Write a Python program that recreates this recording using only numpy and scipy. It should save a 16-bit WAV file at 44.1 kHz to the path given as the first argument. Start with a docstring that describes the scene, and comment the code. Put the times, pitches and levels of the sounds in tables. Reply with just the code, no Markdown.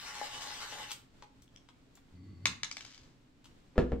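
"""In a quiet living room, a cordless driver backs a screw out of a model car on a wooden table: gear
teeth rasp and whine, the slipping bit jolts the chassis, and the whir stops with a clack.
After a few handling ticks the motor turns slowly, shaking the table through the battery.
The screw falls off the bit, bounces and skitters to rest.
Last, the driver is set down with a low double knock that rings the wood."""
import sys
import numpy as np
from scipy import signal
from scipy.fft import rfft, irfft
from scipy.io import wavfile
from scipy.ndimage import uniform_filter1d

SR = 44100
rng = np.random.default_rng(int(sys.argv[2]) if len(sys.argv) > 2 else 0)


def store_pcm(level_fs):
    """Save levels as 16-bit WAV."""
    pcm = np.round(np.clip(level_fs, -1, 1) * 32767).astype(np.int16)
    wavfile.write(sys.argv[1], SR, np.atleast_2d(pcm).T)


N = 176400
T = np.arange(N) / SR

# Room air: (frequency [Hz], relative level [dB])
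AIR_EQ = [(25, -4), (275, -12), (400, -15.5), (680, -22.5), (4000, -30), (8000, -39), (15500, -44)]
# Faint hum in the room: (frequency [Hz], level [dB], width [Hz])
ROOM_HUM = [(127, -73.5, 7.3), (270.7, -72, 33)]
# Stereo image of diffuse sound: (frequency [Hz], left-right correlation [0-1])
STEREO_LIKENESS = [(30, 0.73), (250, 0.73), (700, 0.1), (3000, 0.086)]
# Reverb decay: (frequency [Hz], t60 [s])
ROOM_DECAY = [(100, 0.4), (1500, 0.36), (5000, 0.26), (16000, 0.26)]
# Microphone colour: (frequency [Hz], relative level [dB])
MIC_EQ = [(6200, 0), (8000, 2.5), (8900, -5), (15000, -6.5)]

# The driver lands and rocks: (time [s], relative level [dB], brightness [dB/octave])
KNOCK_CUES = [(3.7799, 1, 0), (3.7898, -8.5, 1), (3.9199, -6, -2.5)]
# Ring of the wooden table: (frequency [Hz], relative level [dB], t60 [s])
TABLE_MODES = [(44.5, -5, 0.14), (61.8, 6, 0.56), (144, -17, 0.16), (253, -5.5, 1), (339.8, -10, 0.36),
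               (491.4, 0.5, 0.092), (539, -3, 0.11), (755, -15.5, 0.28), (1316, -1.5, 0.018),
               (1704, -5, 0.032)]
# Dull thud of battery on wood: (frequency [Hz], relative level [dB])
THUD_EQ = [(25, -34), (80, -3), (480, -1.5), (700, -15.5), (3100, -33), (15000, -62)]

# Clutch, trigger and handling clicks: (time [s], relative level [dB], ring [Hz])
CLICK_CUES = [(0.9076, -11, 3480), (0.9158, -4, 4510), (1.421, -27, 6100), (1.688, -26, 2130),
              (1.954, -25.5, 7200), (1.973, -30, 1980), (3.443, -28, 3310), (3.455, -26, 3090)]
# Snap of hard plastic: (frequency [Hz], relative level [dB])
PLASTIC_EQ = [(200, -54), (900, 2.5), (1800, -6), (3200, 2.5), (7000, -4), (16000, -11)]
# The bit touches metal parts: (time [s], relative level [dB], brightness [dB/octave])
PING_CUES = [(1.479, -52, -16), (1.562, -41, -3), (1.689, -46.5, -29)]
# Ring of the steel bit: (frequency [Hz], relative level [dB], t60 [s])
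BIT_RING_MODES = [(3290, -3.5, 0.0077), (5550, 1, 0.0045)]
# The bit slips in the screw head: (time [s], relative jolt level [dB], relative snap level [dB])
SLIP_CUES = [(.2145, -11, -49), (.468, -23, -22), (.506, -26, -17), (.725, -21.5, -21),
             (1.224, -26.5, -20.5)]
# Ring of the car's chassis: (frequency [Hz], relative level [dB], t60 [s])
CHASSIS_MODES = [(610, -4, 0.038), (765, -1, 0.024), (835.4, 1.5, 0.12), (1000, -2, 0.011)]

# The screw hits the table: (time [s], relative level [dB], brightness [dB/octave])
BOUNCE_CUES = [(2.4564, 15.5, 0), (2.633, 6.5, -0.5), (2.7136, -2.5, 1), (2.769, -3, 0), (2.808, -9, 1),
               (2.8499, -12, 1), (2.9463, -19, 2), (2.978, -21.5, 2)]
# Tick of screw on wood: (frequency [Hz], relative level [dB])
TICK_EQ = [(200, -21.5), (900, -6), (2400, -0.5), (4500, 1.5), (6300, -1), (8000, -12), (15500, -31)]
# Short ring of each bounce: (frequency [Hz], relative level [dB], t60 [s])
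BOUNCE_MODES = [(782, -17.5, 0.038), (1354, -6.5, 0.016), (2294, 3.5, 0.029), (2600, -4.5, 0.018),
                (3045, -2.5, 0.028), (3436, -4.5, 0.013), (4230, -6, 0.011), (4730, 4, 0.015),
                (6900, -7, 0.01)]

# Slow turning, battery on the table: (time [s], shake rate [Hz], level [dB])
CREEP_CURVE = [(2.126, 88, -62), (2.152, 87, -55.5), (2.33, 102.2, -48.5), (2.381, 86.2, -56.5),
               (2.458, 108.8, -44.5), (2.538, 111.7, -49), (2.565, 107, -68), (2.66, 104.6, -59)]
# Rumble of the shaken table: (frequency [Hz], relative level [dB])
RUMBLE_EQ = [(40, -44), (80, 0.5), (140, 0), (280, -2.5), (600, -32.5), (4000, -93)]
# Thin whine at low speed: (frequency [Hz], level [dB], width [Hz])
SLOW_WHINE = [(1130, -83, 30), (2050, -82, 120), (4480, -80, 180)]

# Envelope of the driver under load: (time [s], relative level [dB])
LOAD_CURVE = [(0, -0.5), (.08, -2.5), (.13, -4.5), (.25, 0), (.29, -3.5), (.35, -1), (.55, -0.5), (.68, -2),
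              (.83, -1), (.87, -10), (.905, -3.5), (.93, -33)]
# Rasp of the gear teeth: (frequency [Hz], relative level [dB])
RASP_EQ = [(150, -17), (480, -16.5), (950, -2), (3800, -1), (4700, -2.5), (8000, -9), (15500, -20)]
# Gear whine under load: (frequency [Hz], level [dB], width [Hz])
GEAR_WHINE = [(1130, -62.5, 50), (1750, -63, 160), (2100, -62, 180), (2950, -65, 170), (5890, -67, 250)]


def amp(db):
    """Decibels to gain."""
    return 10 ** (np.asarray(db) / 20)


def unit_rms(x):
    """Scales to rms 1."""
    return x / np.sqrt(np.mean(x ** 2) + 1e-20)


def curve_at(points, hz):
    """Reads a table on a log-frequency axis."""
    freqs, values = np.transpose(points)
    return np.interp(np.log(hz + 1), np.log(freqs + 1), values)


def add(mix, at_s, sound):
    """Drops a sound into the mix at its cue."""
    part = mix[..., round(at_s * SR):][..., :sound.shape[-1]]
    part += sound[..., :part.shape[-1]]


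def eq(x, points, tilt_db=0):
    """Causal EQ of unit energy, tilted by tilt_db per octave above 500 Hz."""
    hz = abs(np.fft.fftfreq(4096, 1 / SR))
    octaves = np.log2(np.maximum(hz, 500) / 1000)
    log_gain = np.log(amp(curve_at(points, hz) + tilt_db * octaves))
    taps = np.fft.ifft(np.exp(signal.hilbert(log_gain).conj())).real  # minimum phase
    return signal.fftconvolve(x, (taps / np.linalg.norm(taps))[None], axes=1)


def small_body(x, hz):
    """Low cut: a small body radiates little below hz."""
    return signal.sosfilt(signal.butter(2, hz, "high", fs=SR, output="sos"), x)


def drift(rate_hz):
    """Smooth random modulation of rms 1."""
    rolloff = np.exp(-(np.fft.rfftfreq(N, 1 / SR) / rate_hz) ** 2)
    return unit_rms(irfft(rfft(rng.standard_normal(N)) * rolloff, N))


def diffuse_noise(size):
    """Stereo noise, narrow in the bass and wide in the treble."""
    left, other = rfft(rng.standard_normal((2, size)))
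    likeness = np.clip(curve_at(STEREO_LIKENESS, np.fft.rfftfreq(size, 1 / SR)), -1, 1)
    right = likeness * left + np.sqrt(1 - likeness ** 2) * other
    return irfft(np.array([left, right]), size)


def grains(per_s):
    """A random train of tiny impacts, rms 1."""
    return unit_rms(rng.standard_normal((1, N)) * (rng.random(N) < per_s / SR))


def tones(rows, clock=T):
    """Wavering tones whose pitch follows the pace of the clock."""
    out = np.zeros(N)
    for hz, db, width_hz in rows:
        phase = 2 * np.pi * hz * clock
        out += amp(db) * (drift(width_hz) * np.cos(phase) + drift(width_hz) * np.sin(phase))
    return out


def ring(modes, tilt_db=0):
    """Decaying modes of a struck body, tilted by tilt_db per octave."""
    t = T[:SR // 2]
    return sum(amp(db - 60 * t / t60 + tilt_db * np.log2(hz / modes[0][0])) * np.sin(2 * np.pi * hz * t)
               for hz, db, t60 in modes)


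def contact(t60, chatter_db):
    """A sharp transient, then a brief chatter of the surfaces."""
    t = T[:SR // 5]
    burst = rng.standard_normal((1, len(t))) * 1e-3 ** (t / t60)
    burst *= amp(chatter_db) / np.linalg.norm(burst)
    burst[:, 0] += 1
    return burst / np.linalg.norm(burst)


def place(x, left_db, left_lag_ms, wet_db):
    """Stages a source in the room: panned direct sound, scattered near reflections and a tail."""
    fade_in_s, echo_s, echo_t60 = .008, .0105, .025
    hz, t, spectrum = signal.stft(diffuse_noise(SR * 3 // 4), SR, nperseg=256)
    decay = 1e-3 ** (t / curve_at(ROOM_DECAY, hz)[:, None])
    response = signal.istft(spectrum * decay, SR, nperseg=256)[1]
    t = T[:response.shape[1]]
    reflections = amp(5) * (t > echo_s) * 1e-3 ** (abs(t - echo_s) / echo_t60)
    response *= np.minimum(t / fade_in_s, 1) ** 2 + reflections
    response *= amp(wet_db) / np.linalg.norm(response[0])
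    lag = round(left_lag_ms * SR / 1000)
    response[0, max(lag, 0)] += amp(left_db / 2)  # direct sound
    response[1, max(-lag, 0)] += amp(-left_db / 2)
    return signal.fftconvolve(x, response, axes=1)[:, :N]


def room_tone():
    """The bed: gently wavering room air with a faint hum."""
    air = unit_rms(eq(diffuse_noise(N + SR), AIR_EQ)[:, SR:SR + N])
    return amp(-64) * air * amp(1.3 * drift(9)) + tones(ROOM_HUM)


def set_down():
    """The battery's edge scuffs the table, then lands and rocks once, ringing the wood."""
    out = np.zeros((2, N))
    for at_s, db, bright_db in KNOCK_CUES:
        add(out, at_s, -amp(db - 27) * ring(TABLE_MODES, bright_db))
        thud = eq(contact(t60=.17, chatter_db=7.5), THUD_EQ, bright_db)
        add(out, at_s, -amp(db + 4.5) * thud)
    scuff = eq(contact(t60=1, chatter_db=39), THUD_EQ, tilt_db=.5)
    add(out, 3.757, amp(-11) * scuff)
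    return place(out, left_db=.7, left_lag_ms=-.04, wet_db=-8)


def handling():
    """Plastic clicks of the tool, pings of its bit, and slips that jolt the chassis."""
    out = np.zeros((2, N))
    for at_s, db, hz in CLICK_CUES:
        bright_db = 6.4 * np.log2(hz / 3500)  # small parts ring higher and click brighter
        click = eq(contact(t60=.05, chatter_db=15), PLASTIC_EQ, bright_db)
        add(out, at_s, amp(db - 7.5) * click)
        add(out, at_s, amp(db - 31) * ring([(hz, 0, .011)]))
    for at_s, db, bright_db in PING_CUES:
        add(out, at_s, amp(db) * small_body(ring(BIT_RING_MODES, bright_db), hz=1490))
    for at_s, jolt_db, snap_db in SLIP_CUES:
        add(out, at_s, amp(jolt_db - 25.5) * small_body(ring(CHASSIS_MODES), hz=396))
        snap = eq(contact(t60=.042, chatter_db=1), PLASTIC_EQ, tilt_db=-6)
        add(out, at_s, amp(snap_db - 5.5) * snap)
    return place(out, left_db=5, left_lag_ms=.05, wet_db=-3)


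def falling_screw():
    """The screw hops and skitters to rest; its ring is close and dry, its ticks fill the room."""
    ticks, rings = np.zeros((2, 2, N))
    for at_s, db, bright_db in BOUNCE_CUES:
        modes = [(hz, mode_db + rng.standard_normal(), t60) for hz, mode_db, t60 in BOUNCE_MODES]
        add(ticks, at_s, amp(db - 16) * eq(contact(t60=.018, chatter_db=12), TICK_EQ, bright_db))
        add(rings, at_s, amp(db - 42.5) * small_body(ring(modes, bright_db), hz=1000))
    skitter_peak_s, spread_s = 2.88, .16
    skitter = amp(-62) * grains(per_s=900) * np.exp(-((T - skitter_peak_s) / spread_s) ** 2)
    ticks += eq(skitter, TICK_EQ)[:, :N]
    return (place(ticks, left_db=6, left_lag_ms=-.07, wet_db=-1)
            + place(rings, left_db=5, left_lag_ms=-.07, wet_db=-13))


def creeping_driver():
    """The motor turns slowly and unevenly, shaking the table under a faint whine."""
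    times, shake_hz, db = np.transpose(CREEP_CURVE)
    rate_hz = np.interp(T, times, shake_hz) * (1 + .063 * drift(41))
    phase = 2 * np.pi * np.cumsum(rate_hz) / SR
    level = amp(np.interp(T, times, db, left=-140, right=-140))
    shake = np.cos(phase) + amp(-19) * (np.cos(2 * phase) + np.cos(3 * phase))
    rumble = amp(-7) * unit_rms(eq(rng.standard_normal((1, N)), RUMBLE_EQ)[:, :N])
    gate = uniform_filter1d(1. * (T > times[1]) * (T < times[-3]), size=900)
    whine = gate * tones(SLOW_WHINE)
    return place(level * (shake + rumble) + whine, left_db=1, left_lag_ms=0, wet_db=-4.5)


def churn(x, depth_db=3.2, patch_hz=480, patch_s=.04):
    """Patches of the spectrum swell and sink as the gears shift under load."""
    spectrum = signal.stft(x, SR, nperseg=512)[2]
    patches = rng.standard_normal(spectrum.shape[1:])
    patches = uniform_filter1d(patches, round(patch_hz * 512 / SR), axis=0)
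    patches = uniform_filter1d(patches, round(patch_s * SR / 256), axis=1)
    gain = unit_rms(amp(depth_db * unit_rms(patches)))
    return signal.istft(spectrum * gain, SR, nperseg=512)[1][:, :N]


def loaded_driver():
    """Gears rasp and whine with the wavering motor; the load swells each turn and rattles the chassis."""
    turns_per_s, swell_peak_s = 10.9, .07
    motor_hz, motor_waver, tooth_depth = 288.4, .02, .43
    load_db = np.interp(T, *np.transpose(LOAD_CURVE), right=-120)
    swell_db = 1.4 * np.cos(2 * np.pi * turns_per_s * (T - swell_peak_s))
    flutter_db = .6 * drift(40)
    level = amp(load_db + swell_db + flutter_db)
    clock = np.cumsum(1 + motor_waver * drift(9)) / SR
    teeth = rng.standard_normal(N) * (1 + tooth_depth * np.cos(2 * np.pi * motor_hz * clock))
    grit = amp(-54.5) * grains(per_s=270)
    rasp = eq(amp(-49.5) * unit_rms(teeth) + grit, RASP_EQ)[:, :N]
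    rattle = signal.fftconvolve(grains(per_s=190), ring(CHASSIS_MODES)[None])[:, :N]
    gears = churn(rasp + tones(GEAR_WHINE, clock))
    return place(level * (gears + amp(-60) * unit_rms(rattle)), left_db=5, left_lag_ms=.07, wet_db=1)


def scene():
    """The full mix: driver, foley and room tone."""
    return loaded_driver() + creeping_driver() + handling() + falling_screw() + set_down() + room_tone()


def record(dry):
    """The master chain: microphone colour, a small trim and a steep high cut."""
    coloured = eq(dry, MIC_EQ)[:, :N] * amp(-1.5)
    high_cut = signal.firwin(511, 15800, window=("kaiser", 9), fs=SR)
    return signal.oaconvolve(coloured, high_cut[None], "same")


dry = scene()
out = record(dry)
store_pcm(out)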